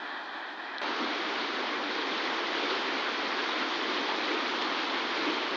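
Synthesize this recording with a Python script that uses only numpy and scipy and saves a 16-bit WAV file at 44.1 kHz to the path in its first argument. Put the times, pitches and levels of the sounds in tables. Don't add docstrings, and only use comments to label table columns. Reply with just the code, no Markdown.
import sys
import numpy as np
from scipy import signal
from scipy.fft import rfft, irfft
from scipy.io import wavfile
from scipy.ndimage import uniform_filter1d

SR = 44100
rng = np.random.default_rng(int(sys.argv[2]) if len(sys.argv) > 2 else 0)


def decibels_to_gain(level_db):
    exponent = np.asarray(level_db, float) / 20
    return 10 ** exponent


def file_out(sig):
    cols = np.atleast_2d(sig).T
    lim = np.clip(cols, -1, 1)
    pcm = np.round(lim * 32767).astype(np.int16)
    wavfile.write(sys.argv[1], SR, pcm)


N = 245195

CUT_S = 0.8145
FAR_DB, NEAR_DB = -38.5, -31.5
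CUT_TICK_DB = -50.5
MIC_HISS_DB = -92
TIP_SKEW = 0.7
SHADED_S, SHADE_DB_PER_S = 5.3, -11
SPATTER_S = 0.05

LAYER_HZ = [330, 950, 2000, 4200]
LAYER_FOLLOW = [0.97, 0.47, .9, 1.4]
# [f/Hz, level/dB]
FAR_COLOUR = [(30, -38), (110, -52.5), (290, -7.5), (496, -16.5), (830, -5), (1360, -10.5), (1650, -4.5),
              (1950, -8), (2130, -22), (2420, -13.5), (2800, -24.5), (3200, -14.5), (4370, -22.5),
              (8020, -57.5)]
# [f/Hz, level/dB]
NEAR_COLOUR = [(30, -34.5), (100, -42.5), (140, -34.5), (258, -3.5), (326, 1), (585, -7), (1050, -3),
               (2320, -7), (2800, -10.5), (3220, -7.5), (4370, -12.5), (5780, -25), (6810, -35.5),
               (8000, -59.5)]
# [t/s, level/dB]
FAR_FLOW = [(0, 1.6), (.6, 0.5), (.75, 1.3), (.81, -0.5)]
# [t/s, level/dB]
NEAR_FLOW = [(.82, -1.5), (1.13, -1), (1.4, -0.8), (1.8, -1.56), (2.1, -0.2), (2.4, -.4), (2.68, .8),
             (2.9, 0), (3.3, -0.15), (3.7, 0.2), (4.1, 0.7), (4.45, 0.5), (4.75, 0.1), (5.05, -0.15),
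             (5.3, 0.66), (5.56, 0.5)]
# [rate/Hz, t of one crest/s, swell of the four layers/dB]
FAR_TIPS = (3.3, 0.15, [-.5, 0.6, 2.5, 0])
NEAR_TIPS = (3.046, 2.696, [0.38, .3, 0.22, 0.14])
# [t of crest/s, peak level/dB, hollow f/Hz, width f/Hz, length/s]
SURGES = [
    (0.817, -32, 900, 1100, 0.012),
    (0.848, -41.5, 710, 700, 0.066),
    (1.014, -31.5, 290, 109, .06),
    (2.649, -38.5, 406, 140, .1),
    (4.106, -34, 860, 300, 0.093),
    (4.92, -37.5, 896, 348, .1),
    (2.44, -39.5, 398, 151, .09),
    (4.327, -33.5, 340, 110, .13),
    (5.288, -32.5, 310, 119, 0.12),
    (5.527, -34.5, 330, 150, 0.077),
]
# [t/s, peak level/dB, ring f/Hz, rise of pitch/factor, fall by 60 dB/s]
DROPS = [
    (.7826, -19, 2800, 1.6, .007),
    (.7828, -25, 4700, 1.2, .004),
    (2.5428, -23, 2300, 1.05, .014),
    (2.6374, -22, 3600, 1.1, .008),
    (4.6135, -31, 3300, 1, .15),
]
# [f/Hz, level/dB]
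MIC_HISS = [(6000, -30), (7000, 0), (7700, -2), (8100, -8), (8400, -18), (9000, -25)]


def evened(x):
    return x / np.sqrt(np.mean(abs(x) ** 2) + 1e-20)


def read(points, hz):
    f, value = np.transpose(points)
    return np.interp(np.log(hz + 1), np.log(f + 1), value)


def add(mix, s, sound):
    part = mix[round(s * SR):][:len(sound)]
    part += sound[:len(part)]


def bubbles(per_s, cycles, glide, spread_db, size, count=40):
    out = np.zeros(size)
    strengths = decibels_to_gain(spread_db * np.minimum(rng.exponential(1, size), 5))
    for hz in np.geomspace(180, 7500, count):
        turns = np.arange(round(3 * 12 * SR / hz)) * hz / SR
        ring = np.sin(2 * np.pi * turns * (1 + glide * turns / cycles))
        ring *= np.exp(-2 * turns / cycles) * (1 - np.exp(-2 * turns))
        chance = rng.random(size)
        strength = rng.choice(strengths, size)
        often = per_s / count * np.sqrt(hz / 1000) / SR
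        births = strength * np.clip((often - chance) * SR / 20, 0, 1)
        out += evened(signal.oaconvolve(births, ring)[:size]) * np.sqrt(hz)
    return evened(out)


def pit(x, t60, wet_db):
    at = np.arange(100, 12000, 20) + rng.integers(0, 20, 595)
    taps = np.zeros(12100)
    taps[at] = rng.choice([-1., 1.], len(at)) * decibels_to_gain(-60 * at / SR / t60)
    echoes = signal.oaconvolve(x, taps / np.linalg.norm(taps))[:len(x)]
    z = rfft(x + decibels_to_gain(wet_db) * echoes)
    ripple = np.sqrt(uniform_filter1d(abs(z) ** 2, size=80 * len(x) // N) + 1e-9)
    return evened(irfft(z / ripple, len(x)))


def sway(t, flow, tips):
    per_s, crest_s, swell_db = tips
    flow_db = np.interp(t, *np.transpose(flow))
    turn = 2 * np.pi * per_s * (t - crest_s)
    tipping = np.cos(turn - TIP_SKEW * (np.cos(turn) - 1))
    layers_db = np.outer(LAYER_FOLLOW, flow_db) + np.outer(swell_db, tipping)
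    layers_db[-1] += SHADE_DB_PER_S * np.maximum(t - SHADED_S, 0)
    return layers_db


def water(grains, flow, tips, colour, level_db, grain_share, patchy_db, flicker_db):
    hz, t, z = signal.stft(grains, SR, nperseg=1024, noverlap=896)
    z = z / np.sqrt((abs(z) ** 2).mean(1) + 1e-14)[:, None]
    hiss = signal.stft(rng.standard_normal(len(grains)), SR, nperseg=1024, noverlap=896)[2]
    share = np.clip(grain_share, 0, 1) * ((hz > 170) & (hz < 8000))[:, None]
    z = np.sqrt(share) * z + np.sqrt(1 - share) * evened(hiss)

    gusts, patches = rng.standard_normal((len(t), len(hz), 2)).T
    patches = evened(uniform_filter1d(uniform_filter1d(patches, size=16, axis=0), size=24, axis=1))
    flicker = evened(uniform_filter1d(uniform_filter1d(gusts, size=120, axis=0), size=8, axis=1))
    lively = np.clip(hz / 1800, .3, 1)[:, None]
    unrest_db = lively * (patchy_db * patches + flicker_db * flicker)

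    place = np.interp(np.log(hz + 1), np.log(LAYER_HZ), np.arange(4))
    weight = np.maximum(1 - abs(place[:, None] - np.arange(4)), 0)
    z = z * decibels_to_gain(read(colour, hz)[:, None] + weight @ sway(t, flow, tips) + unrest_db)
    out = signal.istft(z, SR, nperseg=1024, noverlap=896)[1][:len(grains)]
    heard = out[round(flow[0][0] * SR):round(flow[-1][0] * SR)]
    return decibels_to_gain(level_db) * out / np.sqrt(np.mean(heard ** 2))


def surges():
    out = np.zeros(N)
    noises = rng.standard_normal((len(SURGES), 16000))
    for (s, db, hz, width_hz, length), noise in zip(SURGES, noises):
        hollow = signal.iirpeak(hz, hz / width_hz, SR)
        boom = signal.lfilter(*hollow, signal.lfilter(*hollow, noise))
        boom = evened(boom)[2000:]
        u = np.arange(len(boom)) / SR / (0.28 * length)
        add(out, s - .3 * length, decibels_to_gain(db) * boom * u * np.exp(1 - u))
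    return signal.sosfilt(signal.butter(4, 230, "high", fs=SR, output="sos"), out)


def drops():
    out, t = np.zeros(N), np.arange(4000) / SR
    noises = rng.standard_normal((len(DROPS), len(t)))
    for (s, db, hz, rise, t60), noise in zip(DROPS, noises):
        noisy = np.clip(t60 / SPATTER_S, 0, 1)
        spread = signal.iirpeak(hz, 1.9, SR)
        droplets = evened(signal.lfilter(*spread, signal.lfilter(*spread, noise)))
        pitch = hz * (rise - (rise - 1) * np.exp(-t / .0007))
        tone = np.sin(2 * np.pi * np.cumsum(pitch) / SR)
        ring = (1 - noisy) * tone + noisy * droplets
        onset = 1 - np.exp(-t / (.00012 + t60 / 40))
        add(out, s, decibels_to_gain(db - 60 * t / t60) * ring * onset)
    return signal.sosfilt(signal.butter(4, 5400, fs=SR, output="sos"), out)


def mic_hiss():
    colour = decibels_to_gain(read(MIC_HISS, np.fft.rfftfreq(N, 1 / SR)))
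    return decibels_to_gain(MIC_HISS_DB) * evened(irfft(rfft(rng.standard_normal(N)) * colour, N))


def patchy_treble(x, edge_hz, jitter_hz, poised_db, per_db):
    hz, t, z = signal.stft(x, SR, window="cosine", nperseg=2048, noverlap=1024)
    pitch = hz[:, None]
    loud_db = uniform_filter1d(10 * np.log10((abs(z) ** 2).sum(0) + 1e-12), size=3)
    spare, wobble, rest = rng.standard_normal((len(t), 3)).T
    spare = evened(uniform_filter1d(spare, size=3))
    edge = 172 * np.round((edge_hz + jitter_hz * wobble) / 172)
    joined = abs(t - CUT_S + .01) < .024
    edge[joined & (t < CUT_S)] = 6400

    band = np.clip((hz - 6900) // 258, 0, 7).astype(int)
    holes = rng.random((len(t), 8)).T[band] < .25
    spared = (spare > per_db * (loud_db - poised_db)) & ~joined & ~(holes & (pitch > 6900))
    last_band = (pitch > 8500) & (uniform_filter1d(rest, size=3) > -.05)
    kept = (pitch < edge) | spared | (last_band & ~joined)
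    return signal.istft(z * kept, SR, window="cosine", nperseg=2048, noverlap=1024)[1][:N]


def scene():
    far_grains = pit(bubbles(per_s=1300, cycles=5.5, glide=0.07, spread_db=1.5, size=SR), t60=0.18, wet_db=3.5)
    near_grains = pit(bubbles(per_s=3760, cycles=5.6, glide=0.063, spread_db=3.0, size=N), t60=0.14, wet_db=0.0)
    far = water(far_grains, FAR_FLOW, FAR_TIPS, FAR_COLOUR, FAR_DB,
                grain_share=0.19, patchy_db=-0.7, flicker_db=-0.3)
    near = water(near_grains, NEAR_FLOW, NEAR_TIPS, NEAR_COLOUR, NEAR_DB,
                 grain_share=0.37, patchy_db=.5, flicker_db=.5)
    arrived = np.clip((np.arange(N) / SR - CUT_S) / .002, 0, 1)
    near = signal.sosfilt(signal.butter(2, 35, "high", fs=SR, output="sos"), arrived * near)
    far = (1 - arrived) * np.pad(far, (0, N - SR))
    return (far + near + drops() + surges())[None]


def roll_off(x):
    return signal.sosfilt(signal.butter(12, 8940, fs=SR, output="sos"), x)


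def record(dry):
    low_pass = signal.firwin(201, 8800, window=("kaiser", 9), fs=SR)
    heard = signal.oaconvolve(dry[0] + mic_hiss(), low_pass, "same")
    heard = patchy_treble(heard, edge_hz=7300, jitter_hz=180, poised_db=-37, per_db=.33)
    tick = signal.firwin(61, [5500, 8800], pass_zero=False, fs=SR)
    add(heard, CUT_S, decibels_to_gain(CUT_TICK_DB) * tick / tick.max())
    ease_in = np.clip(np.arange(N) / 40, 0, 1)
    ease_out = np.clip((N - np.arange(N)) / 60, .2, 1)
    return roll_off((heard * ease_out * ease_in)[None])


dry = scene()
out = record(dry)
file_out(out)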